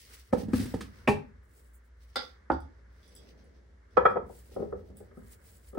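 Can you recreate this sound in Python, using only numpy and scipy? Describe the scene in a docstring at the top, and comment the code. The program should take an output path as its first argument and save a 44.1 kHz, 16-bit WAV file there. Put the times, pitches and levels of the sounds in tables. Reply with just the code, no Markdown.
"""A plastic tub of grain is put down, shoved along a pantry shelf and bumps the wall, close to a stereo microphone.
Something clinks off to the side, something knocks near the middle; two glass jars are set on the board: one
rocks, the one full of powder is nudged into line. Impacts are damped modes plus a noise crack, with a room tail.
Hands, grains and sliding bases are shaped noise bands; a bracelet ticks in short blurred rings.
A fridge-like hum (wavering line in narrow fuzz) and room hiss lie beneath."""
import sys
import numpy as np
from scipy import signal
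from scipy.fft import rfft, irfft, next_fast_len
from scipy.io import wavfile
from scipy.ndimage import uniform_filter1d, map_coordinates

SR = 44100
rng = np.random.default_rng(int(sys.argv[2]) if len(sys.argv) > 2 else 0)


def transcribe(u):
    """Save the signal u as a 16-bit wav file named by the first command-line argument.

    u: samples, shape (n,) or (channels, n), limited to [-1, 1]; the rate is SR.
    q: integer samples, one column per channel.
    """
    v = np.clip(np.atleast_2d(u).T, -1, 1)
    q = np.round(v * 32767).astype(np.int16)
    wavfile.write(sys.argv[1], SR, q)


def voltage_ratio(level):
    """Linear amplitude factor for a level in decibels (scalar or array-like)."""
    return 10 ** (np.asarray(level, float) / 20)


N = 254898  # samples

# Impacts, mode drive per pitch group before trim: start_s, low_db, middle_db, high_db, crack_db, left_minus_right_db
TUB_BLOWS = [(0.326, -22.5, -25.5, -35.5, -48, 5), (0.331, -22, -21, -43, -51.5, -11),
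             (0.43, -29, -73, -66, -59, -7), (0.482, -28.5, -70, -76, -61, 1),
             (0.532, -16.5, -36.5, -33, -43, 3.5), (0.595, -24, -55.5, -76, -43.5, -4),
             (0.654, -30.5, -52.5, -63, -46, -3), (0.738, -24.5, -31.5, -42, -48.5, -4.5),
             (0.806, -34, -47, -37, -42, -2)]
WALL_BUMP_BLOWS = [(1.074, -14, -16, -15, -38, 0.5), (1.082, -5.5, -15, -16.5, -42.5, 0.95)]
JAR_BLOWS = [(3.968, -36, -17, -21.5, -36.5, -13.5), (3.974, -30, -14, -23, -40, 10.5),
             (4.051, -29.5, -13, -14.5, -46.5, -4.5), (4.058, -37.5, -19, -19.5, -39, 9.5),
             (4.156, -37.5, -26.5, -38, -78, 2), (4.166, -44, -21, -34.5, -78.5, -1),
             (4.295, -50, -41.5, -83.5, -87, 8)]
POWDER_JAR_BLOWS = [(4.512, -56, -53, -72, -69.5, 2.3), (4.561, -41, -28.5, -49.5, -73, 3.9),
                    (4.596, -31.5, -34, -54.5, -78, 9.7), (4.62, -37, -32, -45.5, -73, 1.9),
                    (4.723, -45, -30.5, -40.5, -80, 3.2), (4.899, -43.5, -55, -68, -78.5, 3.1),
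                    (5.001, -48.5, -46.5, -71, -68, 5), (5.109, -58, -57, -60, -70, 3.1),
                    (5.169, -39.5, -49, -59.5, -75, 2.3), (5.728, -47.5, -48, -63, -72.5, 7.0),
                    (5.747, -49, -40, -50, -64, 1.0), (5.771, -33, -26.5, -42, -61, 8.6)]
CLINK_BLOWS = [(2.157, -63, -31.5, -24, -33, -0.5), (2.165, -36, -32.5, -26.5, -40.5, -19.5)]
KNOCK_BLOWS = [(2.5, -22.5, -18, -31.5, -60, -3.5), (2.517, -25.5, -32, -42, -54, 4.5)]
# Borders of the low, middle and high mode groups: pitch_hz
GROUP_EDGES_HZ = [350, 1100]

# Modes of each object, board included: pitch_hz, relative_db, t60_s
TUB_MODES = [(107, -2.5, 0.1), (144.6, -10, 0.052), (218, 0.5, 0.12), (251.8, 3, 0.088), (403, -5, 0.12),
             (491.6, 10.5, 0.057), (530, -2, 0.021), (710, -2, 0.0088), (771, -1, 0.053), (901, -5, 0.043),
             (1138, 3.5, 0.03), (1296, 4.5, 0.048), (1680, 3, 0.056), (1930, 6.5, 0.017), (2382, 1, 0.025)]
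WALL_BUMP_MODES = [(91, -8.5, 0.066), (151, -10.5, 0.11), (213.7, -0.5, 0.06), (412, -1.5, 0.17),
                   (591, 7.5, 0.031), (819, -6.5, 0.19), (941, -2, 0.061), (1140, -0.5, 0.045),
                   (1290, 2, 0.024), (1585, -11.5, 0.054), (1835, -5, 0.065), (2373, -1.5, 0.047),
                   (2530, 4, 0.027), (2620, -3.5, 0.052), (3040, -17, .04), (3430, -12, 0.03)]
JAR_MODES = [(205, -2, 0.1), (290, -10.5, 0.021), (416.7, -3.5, 0.051), (492, 5, 0.048),
             (570.7, -8.5, 0.084), (739, 2, 0.026), (786, -10.5, 0.047), (906, -15, 0.085),
             (995, -9.5, 0.051), (1173, 0.5, 0.047), (1299.5, 4.5, 0.057), (1456, -10, 0.027),
             (1564, -5, 0.031), (1697, -11.5, 0.061), (1940, -14.5, 0.051), (2240, -15.5, 0.027),
             (2401, -20, 0.054), (3280, -29, 0.085)]
POWDER_JAR_MODES = [(198.7, -2.5, 0.21), (237.6, -8, 0.19), (405.8, 2.5, 0.17), (487.5, 3.5, 0.1),
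                    (567, 0, 0.068), (774, -9, 0.08), (990, -22, 0.068), (1245, 4.5, 0.035),
                    (1274, 7.5, 0.05), (1776, -10.5, 0.051)]
CLINK_MODES = [(254, 6, 0.045), (511, 5.5, 0.056), (794.5, 9, 0.041), (1168, 4.5, 0.019), (1370, -4, 0.051),
               (1365, -0.5, 0.065), (1599, -2, 0.052), (2070, -12.5, 0.14), (3280, -19.5, 0.097),
               (3594, -6, 0.079), (3430, -3.5, 0.085), (3690, -12, 0.024), (3950, -7, 0.04),
               (4245, -5, 0.022), (4530, -7.5, 0.031), (4380, -7.5, 0.031), (4750, -4.5, 0.041),
               (4800, -6.5, 0.05), (5020, -6.5, 0.088)]
KNOCK_MODES = [(73.5, -15.5, 0.76), (261.8, -4.5, 0.14), (327, 1.5, 0.11), (527, -0.5, 0.037),
               (542, -6.5, 0.086), (784, -4.5, 0.11), (893, 3, 0.075), (1290, 5, 0.053),
               (1361, 11.5, 0.048), (1483, 11.5, 0.039), (1680, -2.5, 0.04), (2160, -9, 0.053),
               (2560, -19.5, 0.036)]

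# Contact noise, bright and dull (thick glass on wood): frequency_hz, relative_db_per_hz
CRACK_SPECTRUM = [(1500, 1), (3000, -0.5), (5000, -2.5), (6800, -8.5), (9000, -5.5), (11500, -14),
                  (12800, -30.5), (14200, -14), (15600, -11.5), (16400, -39.5)]
DULL_CRACK_SPECTRUM = [(1800, -13.5), (3000, 1), (4200, -8), (5500, -10), (6500, -22), (9000, -27.5),
                       (12000, -44)]

# Hand strokes: peak_s, length_s, skin_rustle_db, grain_rattle_db
STROKES = [(0.06, 0.27, -61.5, -57.5), (0.15, 0.069, -58, -54), (0.205, 0.036, -75, -64),
           (0.39, 0.093, -61.5, -56.5), (0.56, 0.085, -50, -48), (0.61, 0.26, -56.5, -53),
           (0.95, 0.41, -76.5, -69), (1.44, 0.062, -81, -93), (1.57, 0.22, -70, -76),
           (1.75, 0.052, -66, -88), (1.86, .06, -83, -95), (2.02, 0.18, -81, -75), (2.2, 0.19, -73.5, -61),
           (2.58, 0.73, -100, -81), (3.0, .25, -82, -73.5), (3.12, 0.42, -78.5, -68),
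           (3.3, 0.49, -88.5, -71.5), (4.0, 0.41, -89.5, -77), (4.36, 0.31, -68, -71),
           (4.54, 0.22, -75, -68.5), (4.72, 0.99, -84, -78.5), (4.98, 0.088, -66, -72),
           (5.16, 0.11, -75.5, -80), (5.28, 0.17, -66.5, -71.5), (5.48, 0.29, -64.5, -68.5),
           (5.69, .07, -66.5, -72), (5.75, .03, -67.5, -75), (5.8, 0.09, -76, -59)]
# Bases pushed along the board: peak_s, length_s, scrape_db, drag_db, shelf_rumble_db
SHOVES = [(0.12, 0.15, -62.5, -64, -64), (0.35, 0.12, -59, -51, -35.5), (0.48, 0.13, -71, -53.5, -39.5),
          (0.57, 0.23, -52.5, -45.5, -38.5), (0.68, 0.39, -61, -63, -47), (1.0, 0.69, -64.5, -63.5, -54),
          (2.35, 0.53, -69, -73, -67), (2.7, 1, -73.5, -69.5, -65), (3.25, .8, -74.5, -60, -66),
          (4.03, 0.28, -66, -51.5, -44), (4.17, 0.26, -69.5, -46.5, -49), (4.66, 0.64, -80, -53, -49.5),
          (5.25, 1.1, -72, -65.5, -57.5)]
# Steady murmur in the scrape, drag and rumble bands, mean: level_db
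STILL_DB = [-72.5, -71, -68.5]
# Handling noise bands: frequency_hz, relative_db_per_hz
RATTLE_SPECTRUM = [(1800, -3.5), (2800, -5), (3500, -6), (5000, -3.5), (6200, -5.5), (7200, -33)]
RUSTLE_SPECTRUM = [(6200, -2.5), (7500, 6.5), (9500, 5.5), (11500, 4.5), (12200, -26)]
TOP_RUSTLE_SPECTRUM = [(13000, -29.5), (13800, -5), (14800, -14.5), (15700, -1.5), (16300, -28.5)]
SCRAPE_SPECTRUM = [(600, -33.5), (900, -7), (1300, -2), (1700, -0.5), (2200, -5), (2700, -44), (3500, -52)]
DRAG_SPECTRUM = [(110, -3.5), (160, 1), (210, 2), (300, -4), (420, 0), (550, -4), (700, -12), (1000, -20.5)]
RUMBLE_SPECTRUM = [(35, -49.5), (55, 6.5), (75, 8.5), (110, 4), (150, -17.5), (200, -38.5)]

# Bracelet ticks, mode drive per bead group: start_s, middle_db, low_db, high_db, left_minus_right_db
BRACELET_TICKS = [(2.518, -54.5, -49, -82.5, -3), (2.603, -58.5, -60.5, -71, -5.5),
                  (3.0294, -75, -59.5, -86.5, -11), (3.078, -58, -61, -74, -8),
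                  (3.1512, -45.5, -59, -65, 1), (3.1626, -54, -52.5, -58.5, -9),
                  (3.4415, -63, -77, -83.5, 1.0), (3.9079, -75, -66.5, -109, 0),
                  (4.0512, -68, -64, -62.5, -10.5), (4.1026, -61.5, -63, -71, -6.5),
                  (4.352, -60, -72.5, -64, 2.5), (4.543, -56, -62.5, -69.5, -8),
                  (4.9691, -45.5, -64.5, -54, -3.5), (5.1694, -67, -82.5, -81, -3)]
# Bead modes: pitch_hz, relative_db, t60_s
BRACELET_MODES = [(3430, -1.5, 0.017), (5000, 0.5, 0.016), (5800, -5.5, 0.018), (7850, -7.5, 0.027),
                  (9000, -11, 0.014), (9900, -5.5, 0.031), (11000, -8, .015), (14200, -6.5, 0.014),
                  (15200, 9, .012)]
# Borders of the low, middle and high bead groups: pitch_hz
BEAD_EDGES_HZ = [6500, 12000]

# Fuzz around the hum, room hiss: frequency_hz, relative_db_per_hz
HUM_SPECTRUM = [(22, -26.5), (40, -18), (52, -19), (60, -3.5), (64, -8.5), (75, -9), (100, -32.5)]
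AIR_SPECTRUM = [(20, -5.5), (40, -7.5), (200, -13.5), (2500, -27), (6000, -30.5), (11000, -41.5),
                (13000, -51.5), (20000, -61.5)]
# Reverberation: frequency_hz, t60_s
ROOM_DECAY = [(100, 0.58), (400, 0.29), (1500, 0.29), (5000, 0.26), (12000, 0.094)]

TOP_RUSTLE_DB = -0.5  # top treble of the hand rustle re its lower treble
SWELL_DB, FADE_DB, POINT = 80.5, 23, 1.6  # loss one length before, after the peak; larger POINT = flatter top
UNEVEN_DB, UNEVEN_PER_S = 3, 30
HUM_HZ = 60
MONO_HZ, LOW_CUT_HZ = 190, 42


def tub():
    """Plastic tub of grain put down: thuds and knocks with a bright crack."""
    return struck(TUB_BLOWS, TUB_MODES, CRACK_SPECTRUM, trim_db=-2.5, rise_s=0.003, crack_t60_s=0.12,
                  turn_rad=0.28, rough=0.061, shade_hz=203.4, wet_db=-9.5)


def wall_bump():
    """Tub meets the wall: strong low modes with a bright crack."""
    return struck(WALL_BUMP_BLOWS, WALL_BUMP_MODES, CRACK_SPECTRUM, trim_db=-3.0, rise_s=0.003, crack_t60_s=0.19,
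                  turn_rad=0.3, rough=0.023, shade_hz=200.6, wet_db=-10.0)


def jar():
    """Glass jar set on the board, rocking: repeated blows with a dull crack."""
    return struck(JAR_BLOWS, JAR_MODES, DULL_CRACK_SPECTRUM, trim_db=4.5, rise_s=0.0048, crack_t60_s=0.026,
                  turn_rad=0.53, rough=0.015, shade_hz=295.4, wet_db=-10)


def powder_jar():
    """Full jar set down and nudged into line: soft blows, few modes, dull crack."""
    return struck(POWDER_JAR_BLOWS, POWDER_JAR_MODES, DULL_CRACK_SPECTRUM, trim_db=0.5, rise_s=0.0044,
                  crack_t60_s=0.034, turn_rad=0.53, rough=0.028, shade_hz=300, wet_db=-8.0)


def clink():
    """Something clinks off to the side: modes reaching 5 kHz, short bright crack."""
    return struck(CLINK_BLOWS, CLINK_MODES, CRACK_SPECTRUM, trim_db=-4.5, rise_s=0.0021, crack_t60_s=0.032,
                  turn_rad=0.53, rough=0.033, shade_hz=4970, wet_db=-5.0)


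def knock():
    """Something knocks: two close blows near the middle, modes under 2.6 kHz, dull crack."""
    return struck(KNOCK_BLOWS, KNOCK_MODES, DULL_CRACK_SPECTRUM, trim_db=-1.5, rise_s=0.0013, crack_t60_s=0.063,
                  turn_rad=0.32, rough=0.039, shade_hz=300, wet_db=-10)


def struck(blows, modes, crack_spectrum, trim_db, rise_s, crack_t60_s, turn_rad, rough, shade_hz, wet_db):
    """Each blow drives low, middle and high modes by its own amounts and cracks at the contact."""
    out = np.zeros((2, N + SR))
    t = np.arange(SR // 3) / SR
    group = np.searchsorted(GROUP_EDGES_HZ, [hz for hz, _, _ in modes])
    for start_s, *drive_db, crack_db, pan_db in blows:
        noise = unit(coloured(rng.standard_normal(len(t)), crack_spectrum))
        crack = noise * voltage_ratio(crack_db - 60 * t / crack_t60_s) * (1 - np.exp(-t / rise_s))
        mode_drive_db = trim_db + np.array(drive_db)[group, None]
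        body = ring(modes, mode_drive_db, pan_db, rise_s, turn_rad, rough, shade_hz)
        add(out, start_s, body + sides(pan_db) * crack, wet_db)
    return out[:, :N]


def ring(modes, drive_db, pan_db, rise_s, turn_rad, rough, shade_hz):
    """Damped modes swell during contact; chatter blurs each by the share rough of its pitch."""
    hz, db, t60_s = np.transpose(modes)[:, :, None]
    t = np.arange(SR // 3) / SR
    scatter_db = 1.5 * rng.standard_normal((len(modes), 1))
    decay = voltage_ratio(db + drive_db + scatter_db - 60 * t / t60_s)
    envelope = decay * (1 - np.exp(-(t / rise_s) ** 2))
    steps = rng.standard_normal((len(modes), len(t)))
    for _ in range(2):
        steps = uniform_filter1d(steps, size=24)
    phase = 2 * np.pi * hz * t + np.sqrt(2 * np.pi * rough * hz / SR) * np.cumsum(steps, 1)
    # neighbouring modes lead at opposite ports
    lead = turn_rad * (-1) ** np.arange(len(modes))[:, None]
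    # low modes bend round the microphone
    shade_db = pan_db / 2 * np.minimum(hz / shade_hz, 1)
    ports = [voltage_ratio(side * shade_db) * envelope * np.sin(phase + side * lead) for side in (1, -1)]
    return np.array([port.sum(0) for port in ports])


def hands():
    """Grain rattles, skin rustles, bases scrape and drag on the board, the shelf rumbles."""
    uneven = voltage_ratio(UNEVEN_DB * wobble(UNEVEN_PER_S))
    rustle, rattle = uneven * curves(STROKES)
    still = voltage_ratio(np.array(STILL_DB)[:, None] + [1.5 * wobble(6.2) for _ in STILL_DB])
    scrape, drag, rumble = np.hypot(curves(SHOVES), still)
    top_rustle = voltage_ratio(TOP_RUSTLE_DB) * rustle
    return (rattle * rush(RATTLE_SPECTRUM, alike=0.098, grain_db=1.5, grain_per_s=250)
            + rustle * rush(RUSTLE_SPECTRUM, alike=0.24, grain_db=2.0, grain_per_s=300)
            + top_rustle * rush(TOP_RUSTLE_SPECTRUM, alike=-.3, grain_db=0.5, grain_per_s=300)
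            + scrape * rush(SCRAPE_SPECTRUM, alike=0.068, grain_db=1.0, grain_per_s=130)
            + drag * rush(DRAG_SPECTRUM, alike=0.26, grain_db=-0.1, grain_per_s=20)
            + rumble * rush(RUMBLE_SPECTRUM, alike=0.51, grain_db=-0.7, grain_per_s=20))


def curves(rows):
    """One gain per sample for each dB column: movements swell fast to the peak, fade slower, add in power."""
    peak_s, length_s, *levels_db = np.transpose(rows)[:, :, None]
    knots = np.arange(0, N, 32)
    away = (knots / SR - peak_s) / length_s
    shape_db = -np.where(away < 0, SWELL_DB, FADE_DB) * np.abs(away) ** POINT
    gains = [np.sqrt((voltage_ratio(db + shape_db) ** 2).sum(0)) for db in levels_db]
    return [np.interp(np.arange(N), knots, gain) for gain in gains]


def bracelet():
    """Small beads tick as the wrist turns: short, blurred rings."""
    out = np.zeros((2, N + SR))
    group = np.searchsorted(BEAD_EDGES_HZ, [hz for hz, _, _ in BRACELET_MODES])
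    for start_s, middle_db, low_db, high_db, pan_db in BRACELET_TICKS:
        drive_db = np.array([low_db, middle_db, high_db])[group, None]
        tick = ring(BRACELET_MODES, drive_db, pan_db, rise_s=0.00069, turn_rad=0.29, rough=0.032, shade_hz=3000)
        add(out, start_s, tick, wet_db=2.5)
    return out[:, :N]


def hum():
    """A motor hums somewhere: a slightly unsteady line in narrow fuzz."""
    level = voltage_ratio(-56 + 1.5 * wobble(7))
    pitch_hz = HUM_HZ + 1.5 * wobble(6)
    line = level * np.sin(2 * np.pi * np.cumsum(pitch_hz) / SR)
    return line + voltage_ratio(-62) * rush(HUM_SPECTRUM, alike=.99, grain_db=.3, grain_per_s=8)


def air():
    """Still room air: broad stereo hiss, falling toward the treble."""
    return voltage_ratio(-74.5) * rush(AIR_SPECTRUM, alike=0.19, grain_db=0.3, grain_per_s=2.0)


def add(out, start_s, sound, wet_db):
    """Places a sound and its room tail at start_s."""
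    start = round(start_s * SR)
    sound = np.pad(sound, ((0, 0), (0, SR // 6)))
    out[:, start:start + sound.shape[1]] += sound + voltage_ratio(wet_db) * room(sound)


def room(x):
    """A fresh noise tail for each sound; each frequency decays at its own rate."""
    hz, t, z = signal.stft(rng.standard_normal((2, SR // 2)), SR, nperseg=256)
    f, t60_s = np.transpose(ROOM_DECAY)
    band_t60_s = np.interp(np.log(hz + 1), np.log(f), t60_s)[:, None]
    tail = signal.istft(z * voltage_ratio(-60 * t / band_t60_s), SR, nperseg=256)[1]
    # builds up over 5 ms, as from the first wall
    tail = tail * (1 - np.exp(-np.arange(tail.shape[1]) / SR / 0.005))
    return signal.fftconvolve(x, tail / np.linalg.norm(tail[0]), axes=1)[:, :x.shape[1]]


def rush(spectrum, alike, grain_db, grain_per_s):
    """Stereo noise of rms 1: channel correlation alike, level lumpy."""
    turn = np.arccos(np.clip(alike, -1, 1)) / 2
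    a, b = rng.standard_normal((2, N)) * voltage_ratio(grain_db * wobble(grain_per_s))
    left = np.cos(turn) * a + np.sin(turn) * b
    right = np.cos(turn) * a - np.sin(turn) * b
    return unit(coloured(np.array([left, right]), spectrum))


def coloured(x, spectrum):
    """x through a spectrum of (Hz, dB) points on a log axis, -120 dB outside."""
    m = next_fast_len(x.shape[-1] + 8192)
    f, db = np.transpose(spectrum)
    log_hz = np.log(np.fft.rfftfreq(m, 1 / SR) + 1)
    gain = voltage_ratio(np.interp(log_hz, np.log(f), db, -120, -120))
    return irfft(rfft(x, m) * gain, m)[..., :x.shape[-1]]


def wobble(knots_per_s):
    """A smooth random curve through normal-distributed knots."""
    knots = rng.standard_normal(int(N * knots_per_s / SR) + 4)
    return map_coordinates(knots, [np.arange(N) * knots_per_s / SR])


def sides(db):
    """Left and right gains for a left-minus-right difference."""
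    return voltage_ratio(np.array([[db / 2], [-db / 2]]))


def unit(x):
    """Scaled to rms 1."""
    return x / np.sqrt(np.mean(x ** 2) + 1e-20)


def scene():
    """All the handling in the kitchen's still air."""
    impacts = tub() + wall_bump() + clink() + knock() + jar() + powder_jar()
    return impacts + bracelet() + hands() + hum() + air()


def roll_off(x):
    """The treble ends steeply here."""
    return signal.sosfilt(signal.butter(12, 16800, fs=SR, output="sos"), x)


def record(dry):
    """Close ports share the bass (side high-passed); the microphone cuts the lowest rumble."""
    mid = dry.mean(0)
    side_filter = signal.butter(3, MONO_HZ, "high", fs=SR, output="sos")
    side = signal.sosfilt(side_filter, dry[0] - mid)
    low_cut = signal.butter(6, LOW_CUT_HZ, "high", fs=SR, output="sos")
    mid = signal.sosfilt(low_cut, mid)
    return roll_off(np.array([mid + side, mid - side]))


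dry = scene()
out = record(dry)
transcribe(out)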